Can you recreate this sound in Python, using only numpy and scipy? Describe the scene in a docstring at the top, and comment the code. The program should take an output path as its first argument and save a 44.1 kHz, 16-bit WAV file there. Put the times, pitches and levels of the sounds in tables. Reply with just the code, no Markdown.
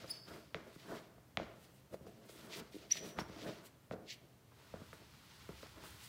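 """Rubber-soled leather boots are pulled on, shuffled and walked off on smooth concrete, close to a phone's microphone.
Soles slap and thud as short sagging tones, slide over fine grit as random grains, and squeak as gliding tones.
Leather creaks as resonating slips and trouser cloth rustles. A hard room answers with a dense decaying tail.
Behind it lie steady noise, a faint wavering hum and a low rumble that swells with the thumps and as the phone is handled."""
import sys
import numpy as np
from scipy import signal
from scipy.fft import rfft, irfft, next_fast_len
from scipy.io import wavfile
from scipy.ndimage import uniform_filter1d

SR = 44100
rng = np.random.default_rng(int(sys.argv[2]) if len(sys.argv) > 2 else 0)


def volts_from_decibels(level):
    """Turn decibel levels (scalar or array-like) into linear amplitude factors."""
    exponent = np.asarray(level, float) / 20
    return 10 ** exponent


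def materialize(psi):
    """Save the field psi as 16-bit PCM at rate SR to the path in sys.argv[1].

    A 1-D psi becomes a single channel; in a 2-D psi each row is a channel.
    """
    bounded = np.clip(np.atleast_2d(psi).T, -1, 1)
    quanta = np.round(bounded * 32767).astype(np.int16)
    wavfile.write(sys.argv[1], SR, quanta)


N = 268521
T = np.arange(N) / SR  # s

# Sole meets concrete, close by:
# [t/s, thud peak level/dB, thud settled f/Hz, slap peak level/dB, floor thump peak level/dB]
FOOTFALLS = [(0.042, -42.5, 442.7, -53, -51.5), (0.312, -48, 190, -70, -52), (0.5445, -35, 480, -30, -47),
             (0.759, -49, 274.3, -57.5, -50.5), (0.92, -39, 576.9, -56, -61.5),
             (1.18, -53.5, 495.9, -63.5, -55), (1.3713, -30, 600, -23, -38),
             (1.397, -30.5, 511.2, -44, -48), (1.926, -48, 434.2, -63.5, -58.5),
             (1.941, -35, 443.9, -55.5, -57), (2.008, -49, 383.3, -66, -48), (2.066, -46, 424, -60, -56.5),
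             (2.293, -46, 390.7, -59.5, -62.5), (2.612, -46, 200, -60, -50), (2.742, -43, 280, -65, -55),
             (2.752, -42, 270, -70, -58), (2.762, -41, 290, -70, -58), (2.954, -48, 574.1, -52, -58),
             (3.1865, -30, 718, -32, -41), (3.212, -43.5, 417.2, -53, -41.5), (3.295, -46, 378.2, -58, -45),
             (3.362, -46, 256.6, -52, -53), (3.422, -42, 248.8, -60, -63), (3.452, -45.5, 388.2, -54, -61),
             (3.91, -33.5, 480, -42, -40.5), (3.934, -36, 415.6, -54, -48), (4.738, -36, 450, -53, -42),
             (4.815, -52, 400, -62, -46.5), (4.929, -46, 426.8, -45, -53), (5.4895, -39, 340, -51, -43),
             (5.629, -46, 392.6, -53, -59), (5.66, -51, 595.7, -55, -65.5), (5.775, -56, 170, -70, -50),
             (5.825, -55, 170, -70, -49), (5.942, -60, 170, -70, -52)]
# The tread rings after a slap: [f/Hz, width/Hz, level/dB]
TREAD_RINGS = [(620, 250, 2), (1280, 300, 7), (2050, 400, -1), (3500, 900, 0.5)]
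# A harder slap is brighter: this pitch at this level, an octave higher for each further 34 dB
SLAP_HZ, SLAP_AT_DB, SLAP_DB_PER_OCTAVE = 1450, -40, 34
THUMP_HZ = 125  # settled pitch


def steps():
    """The tread slaps first and rings, the hollow boot thuds just after, the floor takes the weight last."""
    blows, slaps = np.zeros(N), np.zeros(N)
    for s, thud_db, thud_hz, slap_db, thump_db in FOOTFALLS:
        octaves = (slap_db - SLAP_AT_DB) / SLAP_DB_PER_OCTAVE
        slap_hz = SLAP_HZ * 2 ** octaves
        add(slaps, s + 0.0010071, blow(slap_hz, slap_db, turns=0.54, glide=0.61))
        add(blows, s + 0.0021241, blow(thud_hz, thud_db, turns=1.0768, glide=0.4475))
        add(blows, s + 0.0041873, blow(THUMP_HZ, thump_db, turns=0.69, glide=0.8255))
    ringing = sum(volts_from_decibels(db) * ring(slaps, hz, width_hz) for hz, width_hz, db in TREAD_RINGS)
    return blows + slaps + ringing


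# The tread slides over the floor; a negative time leaves its row at least 60 dB down:
# [loudest t/s, t to swell 20 dB/s, t to fade 20 dB/s, grit level/dB, fine hiss level/dB]
SLIDES = [(.02, 0.26, 0.0951, -59.5, -72), (.096, 0.0664, 0.1585, -58.5, -63.5), (.285, .04, .15, -59, -70),
          (.34, .1, .17, -60, -68), (.555, .01, .08, -60, -80), (.68, 0.1065, 0.3135, -67, -76.5),
          (.755, .05, .03, -65, -70), (.8, .05, .12, -61.5, -72), (.91, 0.1178, .1, -61, -66),
          (.96, .1, .13, -61, -68), (1.186, 0.2359, -0.0068, -71.5, -84), (1.39, .02, .2, -62, -85),
          (1.645, .12, .04, -69, -69), (1.76, .25, .15, -74, -75), (1.945, 0.0512, .025, -65.5, -66),
          (2.035, .03, .03, -74, -80), (2.07, .015, 0.1174, -65, -74), (2.26, .015, .04, -78, -70),
          (2.293, .012, .2, -64, -64), (2.36, .1, .2, -69.5, -72), (2.46, .3, 0.055, -62, -68),
          (2.535, .06, .1, -52, -65.5), (2.57, .06, .04, -54, -62), (2.598, .15, .015, -52, -58.5),
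          (2.63, .03, .08, -66, -75), (2.725, .02, .2, -64, -72), (2.755, .05, .08, -66, -67),
          (2.83, 0.2673, .08, -63, -76), (2.914, .014, .07, -48, -60), (2.975, 0.0865, .05, -51, -59),
          (3.05, .05, .15, -58, -64), (3.09, .1, .05, -56, -63), (3.196, 0.0259, 0.0517, -48.5, -60),
          (3.475, 0.2905, 0.1966, -56, -66), (3.585, .02, .02, -66, -76), (3.663, .035, .03, -57, -59),
          (3.925, .02, .04, -60, -73), (4.09, 0.0274, .05, -53, -71), (4.105, .04, .05, -51, -70),
          (4.125, .04, .04, -54, -70), (4.14, .06, .02, -57, -66), (4.933, .005, 0.0794, -65, -68),
          (5.62, 0.1646, 0.1255, -63, -70.5), (5.854, 0.0479, .2, -58, -61), (6.04, .1, .15, -60.5, -60)]
# Tone of the rolling grit: [f/Hz, relative level per Hz/dB]
GRIT_TONE = [(1300, -31.5), (1900, -2), (2300, -3), (3200, -2.5), (4500, -3.5), (6000, -8.5), (8000, -18)]
# Tone of the fine hiss: [f/Hz, relative level per Hz/dB]
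HISS_TONE = [(4000, -30.5), (6000, 3.5), (8000, 8.5), (12000, 5), (15600, 5), (17000, -21.5)]
RUSTLE_HISS_DB = -8  # hiss of the cloth beside its grit


def grit_slide():
    """Grit rolls under the tread with an uneven level; cloth and rubber hiss in denser grains."""
    rustle = cloth_rustle()
    slide_gain = swells(row[:4] for row in SLIDES) * volts_from_decibels(2.4542 * walk(40))
    cloth_gain = rustle * volts_from_decibels(.8 * walk(25))
    grit_gain = np.hypot(slide_gain, cloth_gain)
    rubber_gain = swells(row[:3] + row[4:] for row in SLIDES)
    hiss_gain = np.hypot(rubber_gain, volts_from_decibels(RUSTLE_HISS_DB) * rustle)
    grit = colour(grains(rate=8000, spread_db=2.1), GRIT_TONE)
    hiss = colour(grains(rate=15000, spread_db=1.9729), HISS_TONE)
    return grit_gain * grit + hiss_gain * hiss


# The boot bends or settles; a negative time leaves its row at least 60 dB down:
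# [loudest t/s, t to swell 20 dB/s, t to fade 20 dB/s, leather creak level/dB, sole scrape level/dB]
BENDS = [(.046, 0.4848, 0.0911, -56.5, -63), (.1, 0.1833, 0.2916, -62, -66.5), (.285, .03, .1, -56, -58),
         (.315, .04, .1, -51, -58), (.37, .1, .12, -55, -62), (.554, .006, .06, -45, -52),
         (.6, .05, .2, -59, -63), (.68, .06, .1, -56, -65), (.769, -0.033, 0.0827, -52.5, -65.5),
         (.925, .09, .08, -44.5, -50), (.97, .05, .07, -50, -55), (1.08, .15, .3, -65, -74),
         (1.186, -0.0158, 0.0733, -55, -77.5), (1.38, .006, .05, -48, -55), (1.415, .03, 0.0653, -47, -56),
         (1.46, 0.0399, 0.3459, -57.5, -64.5), (1.941, 0.0295, 0.029, -47, -61.5),
         (2.078, 0.0943, 0.06, -54, -69), (2.2, 0.2728, 0.23, -63, -89), (2.295, -0.0096, 0.3252, -57, -65),
         (2.5, 0.3823, 0.27, -56, -61.5), (2.6, 0.1269, 0.0631, -49.5, -57), (2.755, -0.0031, .1, -48, -65),
         (2.835, .1, .1, -57, -66), (2.971, 0.0494, 0.0782, -56.5, -66),
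         (3.044, 0.0706, 0.1432, -47.5, -59), (3.194, 0.0373, 0.0576, -42, -46.5),
         (3.4, 0.3944, 0.1097, -55.5, -63), (3.465, .05, .1, -44, -55), (3.495, .08, .05, -42.5, -55),
         (3.64, 1.0729, 0.1497, -63, -67.5), (3.918, .006, .12, -46, -60), (3.945, .03, 0.0904, -47, -67),
         (4.03, .1, .15, -60, -78), (4.24, .1, .15, -66, -80), (4.522, .01, .03, -72, -66),
         (4.6, 0.0739, 0.4375, -68, -72.5), (4.745, .006, .09, -53, -62),
         (4.825, 0.0767, 0.0392, -56.5, -64.5), (4.933, .004, .04, -58, -60), (5.02, .08, .05, -61, -72),
         (5.36, -0.0159, 0.2535, -64, -73), (5.496, .006, .1, -55, -65), (5.633, .005, .06, -55, -58),
         (5.78, .05, 0.17, -60, -63), (5.84, .04, .12, -57, -57)]
# Resonances of the leather: [f/Hz, width/Hz, relative level/dB]
LEATHER_RINGS = [(181.09, 94.1, 3.5), (256.64, 41.745, 4), (306.21, 56.66, 3.5), (450, 100.21, 5),
                 (527.04, 126.42, 3.5), (676.16, 135.62, 1)]
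# Tone of the sole scrape: [f/Hz, relative level per Hz/dB]
SCRAPE_TONE = [(600, -27), (850, 0), (1150, -2.5), (1500, -1.5), (1900, -8.5), (2600, -26)]
RUSTLE_SCRAPE_DB = -4  # scrape of the cloth beside its grit


def leather_and_scrape():
    """The same uneven slips ring the leather and scrape the sole, swelling together, each at its own level."""
    slips = grains(rate=2500, spread_db=2)
    creak = np.zeros(N)
    for k, (hz, width_hz, db) in enumerate(LEATHER_RINGS):
        creak += (-1) ** k * volts_from_decibels(db) * ring(slips, hz, width_hz)  # alternate sign
    creak_gain = swells(row[:4] for row in BENDS)
    sole_gain = swells(row[:3] + row[4:] for row in BENDS)
    scrape_gain = np.hypot(sole_gain, volts_from_decibels(RUSTLE_SCRAPE_DB) * cloth_rustle())
    return scrape_gain * colour(slips, SCRAPE_TONE) + creak_gain * unit(creak)


# Rubber sticks and slips at a whistling rate, one list a squeak: [t/s, slip f/Hz, level/dB]
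SQUEAK_GLIDES = [
    [(.075, 4662, -75.5), (.080, 4992, -55.5), (.086, 5437, -69)],
    [(.095, 4684, -65.5), (.101, 4850, -50), (.108, 5050, -41), (.114, 5120, -40), (.117, 5200, -45),
     (.121, 5200, -65)],
    [(.109, 4382, -64.5), (.113, 4560, -45), (.121, 4570, -47), (.126, 4570, -51), (.131, 4570, -65)],
    [(2.906, 3994, -65), (2.909, 4400, -48), (2.912, 5325, -41), (2.914, 5500, -40), (2.9165, 5753, -29),
     (2.9185, 5825, -30), (2.9225, 5910, -21.5), (2.925, 5943, -29), (2.9275, 6000, -55)],
    [(3.189, 5614, -65.5), (3.203, 5500, -50.5), (3.210, 5389, -49.5), (3.214, 5399, -68)],
]
# Per squeak: [pitch tremble/share of f, extra level to the walls/dB, overtone level at start/dB, at end/dB]
SQUEAK_TRAITS = [(.004, 1, -20.5, -20.5), (0.0042, 12, 0.5, -14.5), (0.004213, 13, -20, -22),
                 (.006, 3.5, -13, -36), (0.027, 4.5, -25, -24.5)]


def squeaks():
    """Gliding, trembling slip tones with two overtones; row 0 is heard direct, row 1 feeds the walls."""
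    out = np.zeros((2, N))
    tremble = walk(1500)
    for glide, (share, room_db, first_db, last_db) in zip(SQUEAK_GLIDES, SQUEAK_TRAITS):
        s, hz, db = np.transpose(glide)
        span = slice(int(s[0] * SR), int(s[-1] * SR))
        pitch = np.interp(T[span], s, hz) * (1 + share * tremble[span])
        phase = 2 * np.pi * np.cumsum(pitch) / SR
        overtone_gain = volts_from_decibels(np.linspace(first_db, last_db, len(phase)))
        overtones = np.sin(2 * phase) + volts_from_decibels(-8) * np.sin(3 * phase)
        tone = np.sin(phase) + overtone_gain * overtones
        level = np.sqrt(2) * volts_from_decibels(np.interp(T[span], s, db))  # fundamental's rms to peak
        out[:, span] += level * tone * volts_from_decibels(np.array([[0], [room_db]]))
    return out


# Trouser cloth rustles louder overall as the legs walk past: [t/s, level/dB]
CLOTH = [(4.2, -92), (4.45, -86.5), (4.6, -70), (4.9, -66.5), (5.07, -69), (5.4, -64.5), (5.6, -64),
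         (5.75, -65), (6.09, -63.5)]


def cloth_rustle():
    """Gain of cloth rubbing on cloth, following the legs past the microphone."""
    return volts_from_decibels(np.interp(T, *np.transpose(CLOTH), left=-120))


# Hard walls around the floor: [f/Hz, time to fade 60 dB/s, echo level/dB]
WALLS = [(125.1, 0.46, -18), (354, 0.52, -13.5), (1000, 0.6653, -9.5), (2446.7, 0.5315, -10),
         (5500, 0.8, -20), (11026, .6, -28)]
FIRST_WALL_S = 0.0049


def room(x):
    """Hard walls return a dense tail that builds up to the first wall's delay; each pitch fades at its own pace."""
    f, t, noise = signal.stft(rng.standard_normal(SR), SR, nperseg=256)
    hz, t60, db = np.transpose(WALLS)
    t60 = np.interp(np.log(f + 1), np.log(hz), t60)[:, None]
    db = np.interp(np.log(f + 1), np.log(hz), db)[:, None]
    # the root evens out the energy of long and short fades
    fade = volts_from_decibels(-60 * t / t60) * np.sqrt(2 * np.log(1000) / (t60 * SR))
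    tail = signal.istft(noise * volts_from_decibels(db) * fade, SR, nperseg=256)[1]
    build_up = np.clip(T[:len(tail)] / FIRST_WALL_S, 0, 1)
    return signal.fftconvolve(x, tail * build_up)[:N]


# One low swell as the phone is handled:
# [loudest t/s, t to swell 20 dB/s, t to fade 20 dB/s, rumble level/dB]
HANDLING_SWELL = (5.8, 1.2, .5, -62)
# Tone of the rumble: [f/Hz, relative level per Hz/dB]
RUMBLE_TONE = [(25, -36), (45, -7), (70, 6.5), (110, 3), (160, -18)]
RUMBLE_REST_DB, RUMBLE_UNDER_THUMP_DB = -75.5, -16
RUMBLE_SWELL_S, RUMBLE_FADE_S = .03, .17  # per 20 dB


def low_rumble():
    """Low noise of the slab swells around each thump, and once as the phone is handled, over a steady level."""
    weight = [(s, RUMBLE_SWELL_S, RUMBLE_FADE_S, thump_db + RUMBLE_UNDER_THUMP_DB)
              for s, *_, thump_db in FOOTFALLS]
    gain = np.hypot(swells(weight + [HANDLING_SWELL]), volts_from_decibels(RUMBLE_REST_DB))
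    return gain * colour(rng.standard_normal(N), RUMBLE_TONE)


# Tone of the quiet room and microphone: [f/Hz, relative level per Hz/dB]
AIR_TONE = [(12, -51), (20, -34), (102, -4), (124, 5.5), (189, 1), (452, -7), (535, -7), (772, -10.5),
            (2060, -17.5), (2660, -19), (10200, -25.5), (15200, -23.5), (16500, -37.5)]
AIR_DB = -66.5
HUM_HZ, HUM_WIDTH_HZ, HUM_DB = 122.7, 12, -71


def air():
    """Steady room and microphone noise, and a mains hum that wavers as narrow resonant noise."""
    hum = unit(ring(rng.standard_normal(N), HUM_HZ, HUM_WIDTH_HZ))
    return volts_from_decibels(AIR_DB) * colour(rng.standard_normal(N), AIR_TONE) + volts_from_decibels(HUM_DB) * hum


def unit(x):
    """Scale to rms 1."""
    return x / np.sqrt(np.mean(x ** 2))


def colour(x, points):
    """Shape a signal by (Hz, dB) points joined over log frequency; rms 1."""
    hz, db = np.transpose(points)
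    size = next_fast_len(len(x))
    axis = np.log(np.fft.rfftfreq(size, 1 / SR) + 1)
    gain = volts_from_decibels(np.interp(axis, np.log(hz), db, -90, -90))
    return unit(irfft(rfft(x, size) * gain, size)[:len(x)])


def ring(x, hz, width_hz):
    """One resonance."""
    return signal.lfilter(*signal.iirpeak(hz, hz / width_hz, SR), x)


def grains(rate, spread_db):
    """Tiny slips at random moments, rate per second, a few much larger than the rest."""
    chance = rng.random((3, N))
    happens = chance[0] < rate / SR
    size = volts_from_decibels(-spread_db * np.log(chance[2] + 1e-9))
    return happens * np.sign(chance[1] - .5) * size


def walk(rate):
    """Slow random wander, rate new values per second, smoothed; rms 1."""
    k = int(SR / rate)
    held = np.repeat(rng.standard_normal(N // k + 1), k)
    return unit(uniform_filter1d(held, k)[:N])


def blow(hz, db, turns, glide):
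    """A few cycles that rise at once, sag in pitch to hz and die within some turns; db is the peak."""
    t = np.arange(int(8 * turns / hz * SR)) * hz / SR  # in cycles
    cycles = t + glide * turns * (1 - np.exp(-t / turns))
    shape = t * np.exp(-2 * t / turns) * np.sin(2 * np.pi * cycles)
    return volts_from_decibels(db) * shape / np.abs(shape).max()


def add(out, s, x):
    """Mix a short sound in at a time."""
    i = int(s * SR)
    out[i:i + len(x)] += x[:N - i]


def swells(rows):
    """Gain of swells summed in power; rows (loudest s, s to swell 20 dB, s to fade 20 dB, dB)."""
    power = np.zeros(N)
    for s, swell_s, fade_s, db in rows:
        # each is cut off 60 dB down
        span = slice(max(int((s - 3 * swell_s) * SR), 0), int((s + 3 * fade_s) * SR))
        late = T[span] - s
        drop_db = 20 * np.maximum(-late / swell_s, late / fade_s)
        power[span] += volts_from_decibels(2 * (db - drop_db))
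    return np.sqrt(power)


def scene():
    """Boots close by, their echo, and the quiet room."""
    boots = steps() + grit_slide() + leather_and_scrape()
    squeak, squeak_to_walls = squeaks()
    echo = room(boots + squeak_to_walls)
    return (boots + squeak + echo + low_rumble() + air())[None]


def low_pass(x):
    """Removes everything above the highest recorded frequency."""
    return signal.sosfilt(signal.butter(12, 16910, fs=SR, output="sos"), x)


def record(dry):
    """The phone cuts the top steeply above 15.8 kHz."""
    top_cut = signal.ellip(10, .3, 60, 15800, fs=SR, output="sos")
    mix = signal.sosfilt(top_cut, dry)
    return low_pass(mix)


dry = scene()
out = record(dry)
materialize(out)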